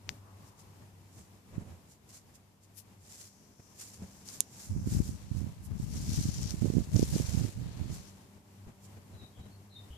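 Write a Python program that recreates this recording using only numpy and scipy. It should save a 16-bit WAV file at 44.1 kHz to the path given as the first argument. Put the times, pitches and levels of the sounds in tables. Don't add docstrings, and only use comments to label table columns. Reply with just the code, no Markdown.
import sys
import numpy as np
from scipy import signal
from scipy.fft import rfft, irfft, next_fast_len
from scipy.io import wavfile

SR = 44100
rng = np.random.default_rng(int(sys.argv[2]) if len(sys.argv) > 2 else 0)


def materialize(psi):
    bounded = np.clip(np.atleast_2d(psi).T, -1, 1)
    quanta = np.round(bounded * 32767).astype(np.int16)
    wavfile.write(sys.argv[1], SR, quanta)


N = 439677
TIME = np.arange(N) / SR
SLOW_TIME = TIME[::64]

# f/Hz, level/dB
SCRAPE_COLOUR = [(2500, -5), (4300, 3), (5700, 5.5), (7000, 1.5), (9000, -21)]


def amp(db):
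    return 10 ** (np.asarray(db) / 20)


def unit(x):
    return x / np.sqrt(np.mean(x ** 2) + 1e-20)


def at_hz(rows, hz, column=1):
    table = np.transpose(rows)
    return np.interp(np.log(hz + 1), np.log(table[0] + 1), table[column])


def curve(rows):
    return np.interp(TIME, *np.transpose(rows))


def sides(pan_db):
    return unit(amp([[pan_db / 2], [-pan_db / 2]]))


def add(mix, start, sound):
    part = mix[..., max(round(start * SR), 0):][..., :sound.shape[-1]]
    part += sound[..., :part.shape[-1]]


def shaped(x, colour):
    size = next_fast_len(N)
    gain = amp(at_hz(colour, np.fft.rfftfreq(size, 1 / SR)))
    return unit(irfft(rfft(x, size) * gain, size)[..., :N])


def wander(per_s):
    return unit(np.interp(TIME * per_s, np.arange(4096), rng.standard_normal(4096)))


def grains(per_s, spread_db=0):
    size = amp(spread_db * np.minimum(rng.exponential(1, (2, N)), 4.5))
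    return unit(size * rng.choice([-1, 1], (2, N)) * (rng.random((2, N)) < per_s / SR))


def distant_noise():
    # f/Hz, likeness (0 to 1)
    likeness = [(60, 0.73), (200, 0.89), (350, 0.66), (700, 0.29), (1400, 0)]
    size = next_fast_len(N)
    left, other = rfft(rng.standard_normal((2, size)))
    same = at_hz(likeness, np.fft.rfftfreq(size, 1 / SR))
    right = same * left + np.sqrt(1 - same ** 2) * other
    return irfft([left, right], size)[:, :N]


def from_right(pair, same):
    left, right = pair
    return np.array([same * np.roll(right, 9) + np.sqrt(1 - same ** 2) * left, right])


def gains(powers):
    return np.array([np.interp(TIME, SLOW_TIME, np.sqrt(p)) for p in powers])


def swells(rows):
    shape = 1.35
    return gains(sum((amp(db) * sides(pan)) ** 2 * np.exp(-abs((SLOW_TIME - peak) / half) ** shape)
                     for peak, db, half, pan in rows))


def held(start, length, attack_s, release_s, sag_db_per_s=0):
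    t = SLOW_TIME - start
    rise = np.clip(t / attack_s, 0, 1)
    sag = amp(-sag_db_per_s * np.clip(t, 0, length))
    return rise * sag * np.exp(-np.maximum(t - length, 0) / release_s)


def garden():
    # t/s, level/dB
    drone_levels = [(0, -55), (.9, -61), (2.1, -76.5), (2.95, -61), (3.5, -70.5), (8.2, -61.5), (9.7, -56)]
    # t/s, level/dB
    overtone_levels = [(2.6, -77.5), (3.2, -69.5), (8.6, -64)]
    # multiple of the lowest note, level/dB
    overtones = [(2, 0), (3, -16), (4, -12), (6, -16)]
    # t/s, level/dB
    air_levels = [(0, -61), (.15, -56.5), (1, -62), (1.8, -59), (2.5, -63.5), (3.4, -62.5), (3.9, -59),
                  (8.2, -59)]
    # f/Hz, level/dB
    air_colour = [(20, -30), (50, -6.5), (85, 0.5), (190, -1.5), (330, -8.5), (600, -14.5), (900, -11),
                  (1500, -19), (3000, -26), (7000, -36), (14500, -27)]
    engine_hz = 98.9 * (1 + 0.016 * wander(12))
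    turns = np.cumsum(engine_hz) / SR
    drone = amp(curve(drone_levels)) * unit(amp(3.3 * wander(20)) * np.sin(2 * np.pi * turns))
    buzz = sum(amp(db + 2 * wander(12)) * np.sin(2 * np.pi * (multiple * turns + rng.random()))
               for multiple, db in overtones)
    air = amp(curve(air_levels) + 1.6 * wander(14)) * shaped(distant_noise(), air_colour)
    return air + drone + amp(curve(overtone_levels)) * unit(buzz)


def ticks():
    # t/s, level/dB, f/Hz, pan/dB, cycles to the peak, rattle/dB
    hits = [(0.092, -27.5, 1850, 7, 0.27, -36), (4.288, -46.5, 5550, 17, 0.48, -42),
            (4.4057, -13.5, 10960, -12, 0.57, -41.5), (6.5076, -32.5, 5560, 22, 0.15, -44),
            (6.9948, -37.5, 6800, 10, 0.3, -42)]
    # f/Hz, left/dB, right/dB
    case_notes = [(3760, -2, 6.5), (4820, 6, -16), (6100, 4.5, 4), (10100, -23, 1), (14230, 11, -15.5)]
    decay_s, rebound_s = 0.00035, 0.001123
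    taps, t = np.zeros((2, N)), np.arange(4096) / SR
    case = sum(amp([[left], [right]]) * np.cos(2 * np.pi * hz * t) for hz, left, right in case_notes)
    case *= 2 / (decay_s * SR) * np.exp(-t / decay_s)
    for start, db, hz, pan, cycles, rattle_db in hits:
        age = hz * t / cycles
        burst = age * np.exp(1 - age) * np.cos(2 * np.pi * hz * t)
        rattle_fade = .04 * np.exp(-t / .001) + amp(rattle_db) * np.exp(-t / .014)
        rattle = rattle_fade * rng.standard_normal((2, len(t)))
        add(taps, start, amp(db + 4.5) * sides(pan) * (burst + rattle))
        add(taps, start + rebound_s, amp(db - 13.5) * sides(pan) * burst)
    return amp(-6.5) * taps + signal.oaconvolve(taps, case, axes=1)[:, :N]


def handling():
    # t/s, level/dB, half length/s, pan/dB
    bumps = [(.1, -46.5, 0.015, 1), (.825, -50.5, 0.011, -1), (1.19, -49, 0.017, 0), (1.556, -44, 0.02, 1),
             (1.61, -44, 0.018, -4), (1.7, -47, 0.037, -4.5), (3.6, -46.5, 0.0041, -4),
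             (4.03, -43.5, 0.018, -3), (8.37, -54, 0.012, 2), (8.69, -47, 0.017, 3),
             (8.975, -46.5, 0.0085, -1), (9.15, -50.5, 0.031, 2), (9.235, -48, 0.013, 3),
             (9.4, -46.5, 0.013, 1), (9.465, -48.5, 0.017, 1)]
    # f/Hz, level/dB
    bump_colour = [(20, -9), (50, -15), (90, 8.5), (135, -2.5), (185, -1), (280, -10.5), (1500, -24),
                   (5000, -45)]
    # t/s, level/dB, f/Hz, decay/s
    knocks = [(4.021, -34, 191, 0.022), (8.671, -36.5, 82, 0.0073), (9.392, -38, 76, 0.017),
              (9.904, -40, 68.5, 0.036)]
    out = swells(bumps) * shaped(distant_noise(), bump_colour)
    for start, db, hz, decay_s in knocks:
        t = np.maximum(TIME - start, 0)
        out += amp(db) * np.sin(2 * np.pi * hz * t) * np.exp(-t / decay_s)
    add_thump(out[1], 1.581, push=-.09, hz=130)
    return out


def add_thump(channel, peak_s, push, hz):
    leak_hz = 64
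    t = np.arange(-900, 1500) / SR
    angle = np.pi * hz * t
    spike = (1 - 2 * angle ** 2) / (1 + angle ** 2 / 2) ** 4
    spike = signal.lfilter(*signal.butter(2, leak_hz, "highpass", fs=SR), spike)
    add(channel, peak_s - spike.argmax() / SR, push * spike / spike.max())


def whoosh():
    # t/s, level/dB, half length/s, pan/dB
    rushes = [(.275, -61, 0.032, 0), (.46, -65.5, 0.2, 2)]
    # f/Hz, level/dB
    rush_colour = [(400, -16), (800, -7), (1100, -1), (1600, -17), (4000, -54)]
    return swells(rushes) * shaped(distant_noise(), rush_colour)


def grass():
    # t/s, level/dB, half length/s, pan/dB
    steps = [(.48, -60, 0.016, 6), (.597, -57, 0.012, 2), (1.19, -59, 0.038, -1.5),
             (1.92, -58.5, 0.017, -2), (2.103, -57, 0.0088, 0), (2.155, -51.5, 0.021, -0.5),
             (2.358, -57, 0.0084, -2), (2.642, -62.5, 0.011, 2), (3.13, -52.5, 0.043, 0),
             (3.225, -51, 0.038, 1.5), (3.82, -44.5, 0.02, -1.5), (3.89, -52, 0.026, -0.5),
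             (3.945, -52, 0.013, 2), (4.1, -61, 0.14, 2), (4.295, -46.5, 0.017, 3), (4.345, -47, 0.021, 0),
             (4.62, -49, 0.047, -2), (4.94, -44, 0.034, -0.5), (5.07, -50.5, 0.046, 3),
             (5.38, -56, 0.028, 10), (5.82, -53, 0.026, 5), (7.95, -50, 0.017, -2),
             (8.85, -56.5, 0.014, -4)]
    # t/s, level/dB, half length/s, pan/dB
    flicks = [(2.787, -47.5, 0.012, 8), (5.655, -54, 0.011, 0)]
    # f/Hz, level/dB
    step_colour = [(100, -23.5), (400, 8), (1500, 6), (3000, 2), (5000, 4.5), (14500, 5)]
    # f/Hz, level/dB
    flick_colour = [(1500, -7.5), (7000, -4), (10500, 5.5), (14500, 6.5)]
    blades = grains(per_s=1700, spread_db=2.5) + 0.5 * rng.standard_normal((2, N))
    flutter = amp(-4.5 + 1.2 * wander(70))
    swish = flutter * swells(steps) * shaped(from_right(blades, same=0.05), step_colour)
    return swish + swells(flicks) * shaped(blades, flick_colour)


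def thin_hiss():
    # f/Hz, level/dB
    hiss_colour = [(3800, -13), (5700, 0), (8000, -7)]
    fade = gains([held(start=3.04, length=2.16, attack_s=0.4, release_s=0.28) ** 2])
    level = amp(-74 + 2 * wander(11)) * fade
    return level * sides(6) * shaped(rng.standard_normal((2, N)), hiss_colour)


def buffeting():
    # t/s, length/s, level/dB, port (0 left, 1 right)
    leans = [(4.718, 0.42, -40.5, 0), (4.872, 0.14, -35.5, 0), (5.694, 0.36, -41.5, 0),
             (6.059, 0.38, -36.5, 0), (6.823, 0.12, -35.5, 0), (6.977, 0.19, -36, 0),
             (4.694, 0.45, -38.5, 1), (5.294, 0.18, -36.5, 1), (5.888, 0.76, -39, 1),
             (6.604, 0.2, -30.5, 1), (6.928, 0.099, -27.5, 1), (7.076, 0.15, -32, 1),
             (7.273, 0.21, -31.5, 1), (7.551, 0.14, -35.5, 1), (7.765, 0.16, -34.5, 1)]
    # f/Hz, level/dB
    lump_colour = [(15, -58), (30, -18), (55, 1), (110, 2.5), (190, -4), (300, -18.5), (480, -33),
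                   (1500, -39.5), (4000, -59)]
    # f/Hz, level/dB
    scuff_colour = [(120, -9), (260, 6), (420, -5.5), (750, -15.5), (1550, -43)]
    attack_s, release_s = 0.016, 0.021
    light_touch = amp(-50.5) * held(4.66, 3.38, attack_s, release_s)
    power = np.ones((2, 1)) * light_touch ** 2
    for start, length, db, port in leans:
        power[port] += (amp(db) * held(start, length, attack_s, release_s)) ** 2
    pressure = gains(power)
    flutter_db = 2 * np.array([wander(45), wander(45)])
    slip_db = 4.5 * np.maximum([wander(32), wander(32)], 0)
    lumps = grains(per_s=120, spread_db=0.6) + .25 * rng.standard_normal((2, N))
    scuff = amp(-11) * pressure / pressure.max() * shaped(grains(per_s=900), scuff_colour)
    return pressure * amp(3.5 + flutter_db - slip_db) * (shaped(lumps, lump_colour) + scuff)


def snags():
    # t/s, peak pressure (suction is negative), f/Hz, port (0 left, 1 right)
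    tufts = [(4.698, -0.029, 98, 0), (4.7633, -0.11, 130, 1), (4.8733, -0.13, 160, 1),
             (4.9224, 0.07, 100, 0), (4.9497, -0.11, 135, 0), (4.9679, -0.13, 95, 0),
             (5.003, -0.21, 151, 0), (5.092, -0.048, 130, 1), (5.3148, 0.065, 120, 1),
             (5.3685, -0.059, 122, 1), (5.4162, -0.072, 130, 1), (5.443, -0.071, 111, 1),
             (5.467, -0.037, 167, 1), (5.8, -0.08, 124, 1), (5.907, -0.026, 110, 0),
             (5.959, -0.023, 120, 1), (6.004, -0.036, 114, 0), (6.0929, 0.093, 123, 0),
             (6.1882, 0.091, 130, 0), (6.211, -0.095, 118, 1), (6.2554, -0.12, 128, 1),
             (6.2888, 0.077, 134, 0), (6.457, -0.064, 107, 0), (6.5418, -0.096, 137, 1),
             (6.622, 0.066, 190, 1), (6.6301, 0.12, 158, 1), (6.646, -0.19, 163, 1), (6.6563, 0.17, 203, 1),
             (6.7019, 0.19, 193, 1), (6.7384, 0.11, 188, 1), (6.752, -0.14, 139, 1), (6.769, -.32, 166, 1),
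             (6.7834, 0.23, 188, 1), (6.9646, 0.12, 240, 1), (6.995, 0.25, 218, 1), (7.029, 0.33, 220, 1),
             (7.1556, -0.1, 150, 1), (7.1637, 0.15, 250, 1), (7.2005, 0.13, 240, 1), (7.2081, 0.13, 115, 1),
             (7.3491, 0.12, 137, 1), (7.3747, -0.13, 121, 1), (7.4506, 0.11, 170, 1),
             (7.8143, -0.059, 138, 1), (7.858, -0.031, 145, 1)]
    out = np.zeros((2, N))
    for peak_s, push, hz, port in tufts:
        add_thump(out[port], peak_s, push, hz)
    return out


def fur():
    # t/s, length/s, hiss/dB, rasp/dB, scrape/dB
    strokes = [(5.11, 0.48, -63.5, -67, -76), (5.852, 0.22, -48, -64, -52), (6.027, 0.5, -47.5, -62, -44.5),
               (6.064, 0.17, -44.5, -68, -44.5), (6.395, 0.11, -53.5, -61, -47),
               (6.532, 0.31, -53, -62, -55.5), (6.891, 0.21, -43, -58.5, -61),
               (7.089, 0.37, -46, -54.5, -49.5), (7.09, 0.042, -37.5, -78, -54), (7.56, 0.4, -62, -60, -64),
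               (7.82, 0.27, -57.5, -65.5, -59.5)]
    # f/Hz, level/dB
    hiss_colour = [(400, -40), (1500, -0.5), (3500, -1), (9000, 0.4), (14500, 0.5)]
    # f/Hz, level/dB
    rasp_colour = [(200, 8), (600, 4), (1200, -1), (2800, -7.5), (4500, -10), (9000, -83)]
    release_s = np.array([[0.085], [0.085], [0.012]])
    power = 0
    for start, length, *levels_db in strokes:
        slide = held(start, length, attack_s=0.11, release_s=release_s, sag_db_per_s=10.5)
        power += (amp(levels_db)[:, None] * slide) ** 2
    fine, coarse, focused = gains(power)
    catching_db = 1.1 * wander(320)
    hairs = grains(per_s=1400, spread_db=2.8) + 0.6 * rng.standard_normal((2, N))
    hiss = amp(-5) * fine * sides(2.3) * shaped(from_right(hairs, same=0.065), hiss_colour)
    rasp = amp(5.5) * coarse * sides(6.2) * shaped(grains(per_s=4400), rasp_colour)
    scrape = amp(-10.5) * focused * sides(5.9) * shaped(grains(per_s=1600, spread_db=0.5), SCRAPE_COLOUR)
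    return amp(wander(60) + catching_db) * (hiss + rasp + scrape)


def whiskers():
    # t/s, level/dB, half length/s, pan/dB
    scratches = [(6.963, -44.5, 0.0027, 16), (6.986, -55, 0.0044, 17), (7.033, -50, 0.0062, 15),
                 (7.156, -53, 0.0078, 12)]
    return swells(scratches) * shaped(grains(per_s=1100, spread_db=1.5), SCRAPE_COLOUR)


def bird():
    # t/s, length/s, start f/Hz, end f/Hz, level/dB, buzz as a share of the pitch
    chirps = [(9.11, 0.075, 3900, 4060, -67, 0.015), (9.175, 0.064, 3970, 3760, -57, 0.019),
              (9.318, 0.097, 3330, 3080, -66.5, 0.048), (9.377, 0.053, 3920, 3810, -66, 0.019),
              (9.498, 0.05, 4400, 4340, -71, 0.015), (9.686, 0.089, 4200, 3780, -60.5, 0.034),
              (9.738, 0.037, 3700, 3650, -51.5, 0.008), (9.877, 0.097, 2830, 3430, -59.5, 0.065)]
    song, t = np.zeros(N), np.arange(SR // 3) / SR
    for start, length, start_hz, end_hz, db, buzz in chirps:
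        progress = np.linspace(0, 1, int(length * SR))
        glide_hz = start_hz + (end_hz - start_hz) * progress
        hz = glide_hz * (1 + buzz * wander(700)[:len(progress)])
        add(song, start, amp(db) * np.sin(np.pi * progress) * np.sin(2 * np.pi * np.cumsum(hz) / SR))
    build_s, echo_s = 0.012, 0.25
    echoes = rng.standard_normal((2, len(t))) * amp(-60 * t / echo_s) * (1 - np.exp(-t / build_s))
    echoes /= np.linalg.norm(echoes[0])
    return 0.22 * song + signal.fftconvolve(song[None], echoes, axes=1)[:, :N]


def scene():
    outdoors = garden() + whoosh() + bird()
    cat = grass() + fur() + buffeting() + snags() + whiskers() + ticks()
    return outdoors + cat + handling() + thin_hiss()


def record(dry):
    # f/Hz, left/dB, right/dB
    ports = [(595, 1, 0), (1375, -1, -4.5), (2267, 4, -1.5), (3630, 5.5, 0), (5880, 12.5, 6),
             (6250, 10.5, 10), (7180, 8.5, 15), (8590, 5, 8), (11280, 3.5, 3.5), (15600, -5.5, -3)]
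    top_hz = 14750
    hz = abs(np.fft.fftfreq(2048, 1 / SR))
    log_gain = np.log(amp([at_hz(ports, hz, column=1), at_hz(ports, hz, column=2)]))
    ring = np.fft.ifft(np.exp(np.conj(signal.hilbert(log_gain)))).real
    heard = np.clip(signal.oaconvolve(dry, ring, axes=1)[:, :N], -1, 1)
    treble_cut = signal.firwin(401, top_hz, window=("kaiser", 8), fs=SR)
    return signal.oaconvolve(heard, treble_cut[None], "same")


dry = scene()
out = record(dry)
materialize(out)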